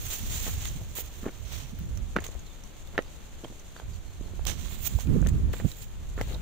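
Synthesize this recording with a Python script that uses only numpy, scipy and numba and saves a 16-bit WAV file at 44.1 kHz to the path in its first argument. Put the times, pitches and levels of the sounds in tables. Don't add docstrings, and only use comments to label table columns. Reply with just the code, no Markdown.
import sys
import numpy as np
from scipy import signal
from scipy.fft import rfft
from scipy.io import wavfile
from numba import njit

SR = 44100
rng = np.random.default_rng(int(sys.argv[2]) if len(sys.argv) > 2 else 0)


def wav_out(sig):
    wavfile.write(sys.argv[1], SR, np.round(np.clip(np.atleast_2d(sig).T, -1, 1) * 32767).astype(np.int16))


N = 282901

# (frequency [Hz], level [dB])
CLOTH_RIGHT = [(150, -6), (400, -14.5), (1500, -11), (3300, -3.5), (4200, -7), (5100, -12), (6500, -7),
               (8500, -9.5), (11000, -16), (15500, -9.5)]


def undb(db):
    return 10 ** (np.asarray(db) / 20)


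def unit(x):
    return x / np.sqrt(np.mean(x ** 2))


def curves(table):
    s, *columns = np.transpose(table)
    return np.array([np.interp(np.arange(N) / SR, s, c) for c in columns])


def colour(x, points):
    hz, db = np.transpose(points)
    f = np.maximum(np.fft.rfftfreq(N, 1 / SR), 1)
    gain = undb(np.interp(np.log(f), np.log(hz), db))
    return unit(np.fft.irfft(rfft(x) * gain, N))


def band(x, low_hz, high_hz, order=2):
    edges = [low_hz, min(high_hz, .45 * SR)]
    return signal.sosfilt(signal.butter(order, edges, "bandpass", fs=SR, output="sos"), x)


def walk(rate):
    knots = rng.uniform(-2.6, 1.97, N // 20)
    return np.interp(np.arange(N) / SR * rate, np.arange(len(knots)), knots)


def fade(t, t60):
    return np.exp(-np.log(1000) * t / t60)


def add(out, s, sound):
    i = max(int(s * SR), 0)
    part = sound[..., :max(N - i, 0)]
    out[..., i:i + part.shape[-1]] += part


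def knocks(thud_cycles=3.03, clack_pan_db=-5.5, pile_db=-9, pile_ratio=0.7):
    # (time [s], thud peak [dB], thud frequency [Hz], clack peak before panning [dB], mode pitch [ratio])
    impacts = [(0.466, -36, 480, -29, 1.05), (.815, -38, 656, -69, 0.43), (.986, -32, 480, -41, 1.2),
               (1.231, -29.5, 216, -41, 0.9), (1.241, -38, 380, -39, 0.64), (1.256, -32, 276, -35, 0.91),
               (1.2638, -18, 343, -35, 0.77), (1.2825, -31, 323, -33.5, 0.94), (1.2895, -40, 400, -39, 1.2),
               (1.2928, -33, 330, -41, 0.79), (2.159, -25.5, 308, -38, 0.88), (2.1638, -20, 420, -12, 0.8),
               (2.1662, -39, 620, -29, 1.05), (2.169, -19, 278, -45, 1.5), (2.1712, -27, 605, -32, 1.1),
               (2.1859, -25, 316, -23, 0.95), (2.1914, -42, 400, -33, 1.16), (2.257, -43, 520, -44, 1),
               (2.289, -35, 466, -49, 0.68), (2.352, -40, 546, -45, 1.11), (2.9789, -24, 360, -9, 0.99),
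               (2.986, -38, 600, -26, 0.71), (2.9892, -14, 474, -20.5, 1.04), (3.438, -32, 333, -59, 0.75),
               (3.4472, -29, 620, -46, 0.68), (3.4535, -35, 476, -47, 1.25), (3.764, -36, 704, -36, 0.9),
               (3.799, -32.5, 686, -36, 0.84), (3.819, -41, 760, -46, 0.51), (4.21, -30.5, 272, -50, 0.66),
               (4.336, -35.5, 314, -56, .6), (4.394, -33.5, 680, -46, 0.9), (4.465, -32, 543, -35.5, 0.59),
               (4.988, -30, 780, -35, 0.55), (5.227, -31, 500, -35.5, .84), (5.249, -38, 450, -40, 1.4),
               (5.2638, -29, 424, -28.5, 0.97), (5.537, -29, 455, -31.5, 0.9), (5.6, -32, 480, -32, 1.02),
               (5.6478, -26.5, 400, -64, 0.6), (6.178, -30.5, 380, -32.5, 0.95),
               (6.188, -38, 418, -32, 0.74), (6.1958, -52, 450, -37, 0.98), (6.2075, -30, 325, -36, 0.73),
               (6.2123, -20, 524, -21.5, 1.12)]
    # (frequency [Hz], level [dB], t60 [s])
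    stone_modes = [(780, 6, .011), (1300, -17, 0.0082), (1546, 7, 0.013), (1813, 14.5, 0.012),
                   (2110, -22, 0.0057), (2760, 1.5, 0.014), (3890, -6.5, 0.016), (4150, -9, 0.0053)]
    out, t = np.zeros((2, N)), np.arange(SR // 12) / SR
    mode_hz, mode_db, mode_t60 = np.transpose(stone_modes)[:, :, None]
    sides = np.array([[1], [-1]])
    contact = 1 - fade(t, .003)
    for s, thud_db, thud_hz, clack_db, pitch in impacts:
        detune, lead = rng.uniform(-1, 1, (2, len(stone_modes))) * [[.02], [.7]]
        cycles = np.outer([thud_hz, thud_hz * pile_ratio], t)
        bumps = np.sin(2 * np.pi * cycles) * cycles * fade(cycles, thud_cycles)
        thud = undb([0, pile_db]) @ bumps
        ring_hz = mode_hz * pitch * (1 + detune[:, None])
        rings = undb(mode_db) * np.exp(2j * np.pi * ring_hz * t) * fade(t, mode_t60)
        clack = (np.exp(1j * sides * lead) @ rings).imag * contact
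        clack = undb(clack_db + sides * clack_pan_db / 2) * clack / abs(clack).max()
        add(out, s, undb(thud_db) * thud / abs(thud).max() - clack)
    return out


def scuffs(settle_s=0.12, settle_db=-20.5, settle_pitch_ratio=0.53,
           trickle_s=0.11, trickle_db=-22.5, trickle_hz=4870):
    # (time [s], length [s], rms level [dB], central pitch of the chips [Hz])
    footfalls = [(.454, 0.047, -45.5, 1180), (0.742, 0.12, -58, 624), (1.234, 0.067, -43, 456),
                 (1.241, 0.057, -48, 1430), (2.161, 0.012, -36.5, 1710), (2.189, 0.041, -56, 1700),
                 (2.239, 0.052, -59, 2300), (2.306, 0.067, -58, 1080), (2.93, 0.036, -49.5, 556),
                 (2.945, 0.023, -55, 2010), (2.978, 0.021, -43, 1960), (3.43, 0.03, -48.5, 694),
                 (3.443, 0.01, -53.5, 3100), (3.494, 0.041, -52, 440), (3.764, 0.087, -60.5, 1680),
                 (4.206, 0.13, -51.5, 398), (5.234, 0.046, -55.5, 1570), (5.532, 0.015, -46, 1690),
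                 (5.593, 0.022, -50.5, 1680), (6.173, .06, -48, 1160), (6.267, .11, -46.5, 533)]
    out = np.zeros((2, N))
    for s, length, db, hz in footfalls:
        add(out, s, undb(db) * chips(length, hz))
        add(out, s + length, undb(db + settle_db) * chips(settle_s, hz * settle_pitch_ratio))
        add(out, s + length, undb(db + trickle_db) * chips(trickle_s, trickle_hz))
    return out


def chips(length, hz, count=60, pitch_spread=0.49, size_db=3, small_chip_db=-2.0,
          grain_cycles=7, port_spread=0.75):
    t = np.arange(SR // 40) / SR
    when, chance = rng.beta(2, 2, 80)[:count], rng.standard_normal((80, 4))[:count]
    burst = np.zeros((2, int(length * SR) + len(t)))
    for u, (pitch, size, left, right) in zip(when, chance):
        cycles = min(hz * np.exp(pitch_spread * pitch), SR / 3) * t
        port_gains = 1 + port_spread * np.array([[left], [right]])
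        ping = np.sin(2 * np.pi * cycles) * fade(cycles, grain_cycles)
        add(burst, u * length, undb(size_db * size + small_chip_db * pitch) * port_gains * ping)
    return unit(burst)


def brittle_snaps(port_ring_db=-6, shared=0.17, spread=1.02, crackle=.3):
    # (time [s], rms before panning [dB],
    # pitch [Hz], length [s], left minus right [dB], gain of the halved crack against the ring [dB])
    snaps = [(0.476, -39.5, 7000, 0.01, 2, -1), (0.654, -35.5, 3630, 0.0049, -4, 6),
             (0.685, -42, 6350, 0.0045, -15, -29), (1.788, -40, 15760, 0.0038, -5, -10),
             (1.973, -44.5, 5960, 0.0062, -3, -8), (2.163, -42, 6100, 0.004, -5, -2),
             (2.203, -47, 6850, 0.0071, -6, -11), (2.244, -50, 6760, 0.01, -9, -4),
             (2.265, -37, 6240, 0.0045, -3, -8), (2.28, -49, 6550, 0.0097, 6, -17),
             (2.22, -51, 6800, 0.007, -3, -12), (2.313, -52, 7100, .005, -2, -16),
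             (2.343, -52, 6700, .002, -3, 0), (2.392, -51.5, 6700, 0.0079, 6, -26),
             (2.636, -50.5, 5880, 0.0079, -6, -16), (2.873, -48, 3530, 0.002, -10, -9),
             (2.978, -46.5, 6000, 0.007, -2, -10), (3.022, -48, 6040, 0.0039, 2, -3),
             (3.442, -51.5, 3190, 0.0091, -12, -23), (3.594, -51.5, 6070, 0.013, -2, -16),
             (3.765, -50.5, 3480, 0.0056, 3, -5), (3.796, -52.5, 3360, 0.0067, -2, -14),
             (4.4528, -30.5, 3200, 0.00057, -12, 10), (5.071, -46.5, 2450, 0.0042, 3, -8),
             (5.2165, -45, 6840, 0.0026, 6, -23), (5.27, -35, 6300, 0.0043, 6, -3),
             (5.285, -41, 6930, 0.016, 2, -8), (5.53, -44.5, 2860, 0.017, -1, 13),
             (5.7155, -41.5, 3940, 0.0054, -4, -9), (6.212, -36, 5760, 0.0036, 1, 3),
             (6.217, -49, 7200, .006, 3, -10), (6.33, -47, 3820, .005, -6, -22),
             (6.343, -45, 3760, 0.0097, -5.5, -25)]
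    out, t = np.zeros((2, N)), np.arange(SR // 16) / SR
    for s, db, hz, length, pan_db, crack_db in snaps:
        chance = rng.standard_normal((4, len(t)))
        envelope = t * np.exp(-5 * t / length)
        clicks = (chance[:2] + shared * chance[2]) * np.exp(crackle * chance[3]) * envelope
        ring = band(clicks, hz / spread, hz * spread, order=1)
        crack = band(clicks, 1100, 4700, order=1) / 2
        crack[1] += undb(port_ring_db) * band(clicks[1], 13000, 16000)
        snap = ring + undb(crack_db) * crack
        rms = np.sqrt(np.mean(snap[:, :int(length * SR)] ** 2))
        add(out, s, undb(db + np.array([[pan_db], [-pan_db]]) / 2) * snap / rms)
    return out


def scatter(x, wet_db=-15, t60=0.067):
    t = np.arange(SR // 5) / SR
    echo = rng.standard_normal((2, len(t))) * fade(t, t60) * (1 - fade(t, 0.052))
    echo /= np.sqrt(np.sum(echo ** 2, axis=1, keepdims=True))
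    return x + undb(wet_db) * signal.fftconvolve(x, echo, axes=1)[:, :N]


def rubbing(judder_db=0.9, sway_db=1.5, edge_flicker_db=2, shared=0.08, left_db=-1, right_db=-2.0):
    # (frequency [Hz], level [dB])
    cloth_left = [(150, -3), (400, -1), (1500, -6.5), (3200, -1), (4200, -5), (5100, -10), (6900, -6.5),
                  (8500, -8.5), (11000, -12.5), (15500, -13)]
    slips = fibres()
    (at_left, at_right), at_rasp, at_edge, pitch = strokes()
    left = at_left * port(colour(slips[0] + shared * slips[2], cloth_left), pitch) * undb(left_db)
    right = at_right * port(colour(slips[1] + shared * slips[2], CLOTH_RIGHT), pitch)
    whistle = unit(band(slips[2], 14200, 16000, order=1))
    edge = at_edge * whistle * undb(edge_flicker_db * walk(140))
    right = (right + edge) * undb(right_db)
    pressure = undb(judder_db * walk(160) + sway_db * walk(30))
    return (np.array([left, right]) + at_rasp * rasp()) * pressure


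def strokes(attack_s=0.0012):
    # (time [s], length [s], right-port level before trim and sway [dB], left minus right before trim [dB],
    # edge whistle and rasp gain relative to the stroke [dB], rise [dB], release t60 [s],
    # port resonance pitch before blending [ratio])
    brushes = [(0, 0.066, -35, -5, 1.5, -7, 5, 0.76, 0.99),
               (0.101, 0.032, -27, -5.5, -1.5, -17, 6, 0.26, 1),
               (.19, 0.075, -38.5, -6, -4, -8, 1, 2.8, 0.98),
               (0.295, 0.059, -30.5, -7, -2.5, -27, 7, 0.93, 1.02),
               (0.408, 0.068, -32, -5.5, -1, -5, 10, 0.44, 1),
               (0.532, 0.13, -38, -6.5, -11, -2.5, 4, 0.63, 1),
               (0.951, 0.054, -33.5, -4, 6, -4, 6.5, 0.11, 1.02),
               (1.028, 0.022, -49, -6, -2, -2.5, 0.33, 2.6, 0.96),
               (1.45, 0.096, -40, -6, -7.5, 1, 10, 0.82, 0.9), (2.239, 0.04, -51.5, -5, -8, 2, -13, 1.6, 1),
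               (4.466, 0.054, -31.5, -20, -14, 1.5, -5.5, 0.23, 0.92),
               (4.575, 0.023, -38.5, -15, -7, 1, 4, 0.7, 0.95),
               (4.658, 0.068, -39.5, -9.5, -1, 1.5, 15, 1.1, 1.12),
               (4.809, 0.065, -27, -13, 4.5, -32, 17, 0.05, 1),
               (4.887, 0.08, -40.5, -6.5, -3, -9, 3.5, 0.32, 1.07),
               (4.984, 0.021, -32.5, -13, -5, -2, 8, 0.1, 0.99),
               (5.532, 0.053, -45.5, -12, -3, 5, 3, 0.32, 1.12),
               (5.625, 0.078, -42.5, -7.5, -3, -7, 8.5, 0.66, 1.06),
               (5.755, 0.074, -40.5, -8, 1, -6, 7, 0.12, 1.06),
               (6.166, 0.16, -51.5, 1, 0, 6, 1, 0.77, 1.04)]
    # left, right [dB]
    rest_db = (-56.5, -53.5)
    t = np.arange(N) / SR
    power, shift = np.zeros((5, N)), np.zeros(N)
    power[:2] += undb(rest_db)[:, None] ** 2
    for s, length, db, pan_db, edge_db, rasp_db, rise_db, t60, pitch in brushes:
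        touch = np.clip((t - s) / attack_s, 0, 1)
        swell = undb(-rise_db * np.clip(1 - (t - s) / length, 0, 1))
        release = fade(np.maximum(t - s - length, 0), t60)
        gains = undb(db + np.array([pan_db, 0, pan_db + rasp_db, rasp_db, edge_db]))
        stroke = np.outer(gains ** 2, (touch * swell * release) ** 2)
        power += stroke
        shift += (pitch - 1) * stroke[1]
    return np.sqrt(power[:2]), np.sqrt(power[2:4]), np.sqrt(power[4]), 1 + shift / power[1]


def fibres(grain_db=1.0, snaps_per_s=170, snap_size=3.9, snap_t60=0.00083):
    catches = np.minimum(rng.exponential(size=(3, N // 16 + 1)), 5)
    grain = undb(grain_db * np.repeat(catches, 16, axis=1)[:, :N])
    snaps = (rng.random((3, N)) < snaps_per_s / SR) * rng.random((3, N))
    ticks = signal.lfilter([snap_size], [1, -fade(1 / SR, snap_t60)], snaps)
    return rng.standard_normal((3, N)) * (grain + ticks)


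def rasp(snags_per_s=1300, level_db=-7.0):
    # (frequency [Hz], level [dB])
    rasp_colour = [(150, 3), (500, 2.5), (800, 2), (1400, 1), (2300, 3), (3400, 3.5), (4200, 1.5),
                   (5200, -15), (6500, -22), (9000, -32), (15500, -35)]
    snags = (rng.random((2, N)) < snags_per_s / SR) * rng.standard_normal((2, N))
    return undb(level_db) * np.array([colour(side, rasp_colour) for side in snags])


def port(x, pitch, hz=6600, width_hz=1100, boost_db=5.5):
    return unit(x + undb(boost_db) * resonate(x, hz * pitch, float(width_hz)))


@njit
def resonate(x, hz, width):
    y, b, low = np.empty(len(x)), 0., 0.
    for i in range(len(x)):
        g, k = np.tan(np.pi * hz[i] / SR), width / hz[i]
        v = (b + g * (x[i] - low)) / (1 + g * (g + k))
        b, low, y[i] = 2 * v - b, low + 2 * g * v, k * v
    return y


def flicks(t60=0.0028, attack_s=0.00019):
    # (time [s], right-port envelope peak [dB], left minus right [dB])
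    folds = [(4.463, -30, -14), (4.4665, -20, -17), (4.4696, -14, -34)]
    out, t = np.zeros((2, N)), np.arange(SR // 50) / SR
    shape = (1 - np.exp(-t / attack_s)) * fade(t, t60)
    for s, db, pan_db in folds:
        add(out, s, undb([[db + pan_db], [db]]) * shape / shape.max())
    noise = [port(colour(rng.standard_normal(N), CLOTH_RIGHT), np.ones(N)) for _ in range(2)]
    return out * np.array(noise)


def shell(x):
    # (frequency [Hz], width [Hz], added gain [dB])
    shell_modes = [(3760, 25, -4), (5750, 40, -5), (6280, 17, -5.5), (7170, 48, -10), (7400, 100, 0)]
    return x + sum(undb(db) * band(x, hz - width / 2, hz + width / 2, order=1)
                   for hz, width, db in shell_modes)


def wind(breeze_gain_db=5.5, gust_db=2.0, flutter_db=-35.0, flutter_growth=2.38,
         swell_db=-36, swell_growth=0.71):
    # (time [s], level [dB])
    breeze = [(0.0, -38), (0.18, -46.5), (0.21, -33.5), (0.71, -37), (1.16, -49.5), (1.21, -36.5),
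              (1.3, -46.5), (1.87, -34.5), (2.32, -41.5), (2.55, -50.5), (3.8, -51), (3.84, -38),
              (4.02, -45), (4.42, -38.5), (4.52, -32.5), (4.8, -38), (4.96, -32), (5.0, -42.5), (5.1, -25),
              (5.48, -29.5), (5.57, -35.5), (5.66, -28.5), (5.71, -44.5), (6.41, -34.5)]
    # (time [s], left minus right [dB])
    windward = [(0.0, -8), (0.18, -1.5), (0.39, -2), (1.0, 0), (1.5, -18.5), (2.45, 8), (4.6, -11.5),
                (5.03, -11), (5.57, 4), (5.66, -19), (5.73, 2), (6.32, 0), (6.41, 9.5)]
    # (frequency [Hz], level [dB])
    low_colour = [(20, -20), (45, 2), (70, 0.5), (110, -6.5), (170, -17), (300, -29), (700, -42),
                  (4000, -74)]
    flutter_colour = [(50, -1), (80, 2), (130, 4), (180, 4), (300, -7), (450, -16.5), (650, -38),
                      (1200, -31), (5000, -50)]
    swell_colour = [(12, -12), (25, 4), (38, -2), (55, -8.5), (100, -35), (300, -81)]
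    out, windward_db = [], curves(windward)[0]
    for side in (1, -1):
        shelter_db = 10 * np.log10(1 + undb(-side * windward_db) ** 2)
        db = curves(breeze)[0] + breeze_gain_db - shelter_db
        low = colour(rng.standard_normal(N), low_colour) * undb(db + gust_db * walk(12))
        excess_db = db + 27 + .9 * walk(25)
        flutter_gain = undb(flutter_db + flutter_growth * excess_db)
        flutter = colour(rng.standard_normal(N), flutter_colour) * flutter_gain
        swell_gain = undb(swell_db + swell_growth * excess_db)
        swell = colour(rng.standard_normal(N), swell_colour) * swell_gain
        out.append(swell + low + flutter)
    return .3 * np.tanh(np.array(out) / .3)


def eddies(left_db=-18, wobble=0.22):
    # (time [s], right-port envelope peak [dB], nominal frequency before wobble [Hz], length [s])
    slaps = [(0.566, -19.5, 63, 0.024), (.745, -30, 158, 0.036), (.8, -30.5, 115, 0.049),
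             (1.62, -35.5, 137, .045), (1.72, -30, 184, 0.034), (1.8, -29.5, 155, 0.036),
             (1.899, -30.5, 120, 0.028), (1.96, -31, 112, 0.062), (4.945, -11, 74.4, 0.026),
             (5.066, -21, 174, 0.022), (5.092, -16, 165, 0.014), (5.133, -16.5, 204.4, 0.055),
             (5.147, -20, 370, 0.029), (5.211, -12.5, 107, 0.011), (5.311, -9, 94, 0.027),
             (5.336, -26, 147, 0.058), (5.37, -16.5, 67, 0.17), (5.639, -12.5, 155.4, 0.033),
             (5.646, -20, 281, 0.017)]
    out = np.zeros((2, N))
    for s, db, hz, length in slaps:
        count = int(length * SR)
        speed = hz * (1 + wobble * walk(317.5)[:count])
        swing = -np.sin(2 * np.pi * np.cumsum(speed) / SR) * np.hanning(count)
        add(out, s, undb([[db + left_db], [db]]) * swing)
    return out


def shore(level_db=-46, shared=0.67):
    # (frequency [Hz], relative spectral density [dB per Hz])
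    shore_colour = [(30, 11.5), (100, -2), (200, -4), (350, -8), (550, -10.5), (1000, -15.5), (2000, -19.5),
                    (3500, -20), (4300, -23), (5200, -34), (6900, -31.5), (8500, -42), (11500, -34),
                    (15500, -32.5)]
    common = rng.standard_normal(N)
    wash = [colour(rng.standard_normal(N) + shared * common, shore_colour) for _ in range(2)]
    swell_db = .5 * walk(4) + .5 * walk(23)
    return np.array(wash) * undb(level_db + swell_db)


def bird(waver=0.0082):
    # (time [s], length [s], start and end before waver [Hz], bend [power], level before flicker [dB])
    whistles = [(2.455, .048, 4550, 3620, 1.4, -59), (2.497, .042, 3660, 3430, 1.1, -58),
                (3.771, .022, 4750, 4250, 1.2, -58), (3.915, .018, 5600, 4850, 1, -65),
                (3.929, .035, 4900, 4220, 1.3, -57.5), (4.068, .026, 4400, 4150, 1, -62),
                (4.102, .026, 4550, 4200, 1, -63), (4.232, .042, 4350, 4200, 1, -63)]
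    out = np.zeros((2, N))
    for s, length, start_hz, end_hz, bend, db in whistles:
        u = np.linspace(0, 1, int(length * SR))
        glide = end_hz + (start_hz - end_hz) * (1 - u) ** bend
        hz = glide * (1 + waver * walk(133)[:len(u)])
        level = undb(db + 2 * walk(150)[:len(u)]) * np.sqrt(np.abs(np.sin(np.pi * u)))
        add(out, s, level * np.sin(2 * np.pi * np.cumsum(hz) / SR))
    return out


def scene():
    steps = scatter(knocks() + scuffs() + brittle_snaps())
    return steps + shell(rubbing() + flicks()) + wind() + eddies() + shore() + bird()


def record(dry):
    top_hz = 15550
    return signal.sosfilt(signal.ellip(10, .2, 70, top_hz, fs=SR, output="sos"), dry)


dry = scene()
out = record(dry)
wav_out(out)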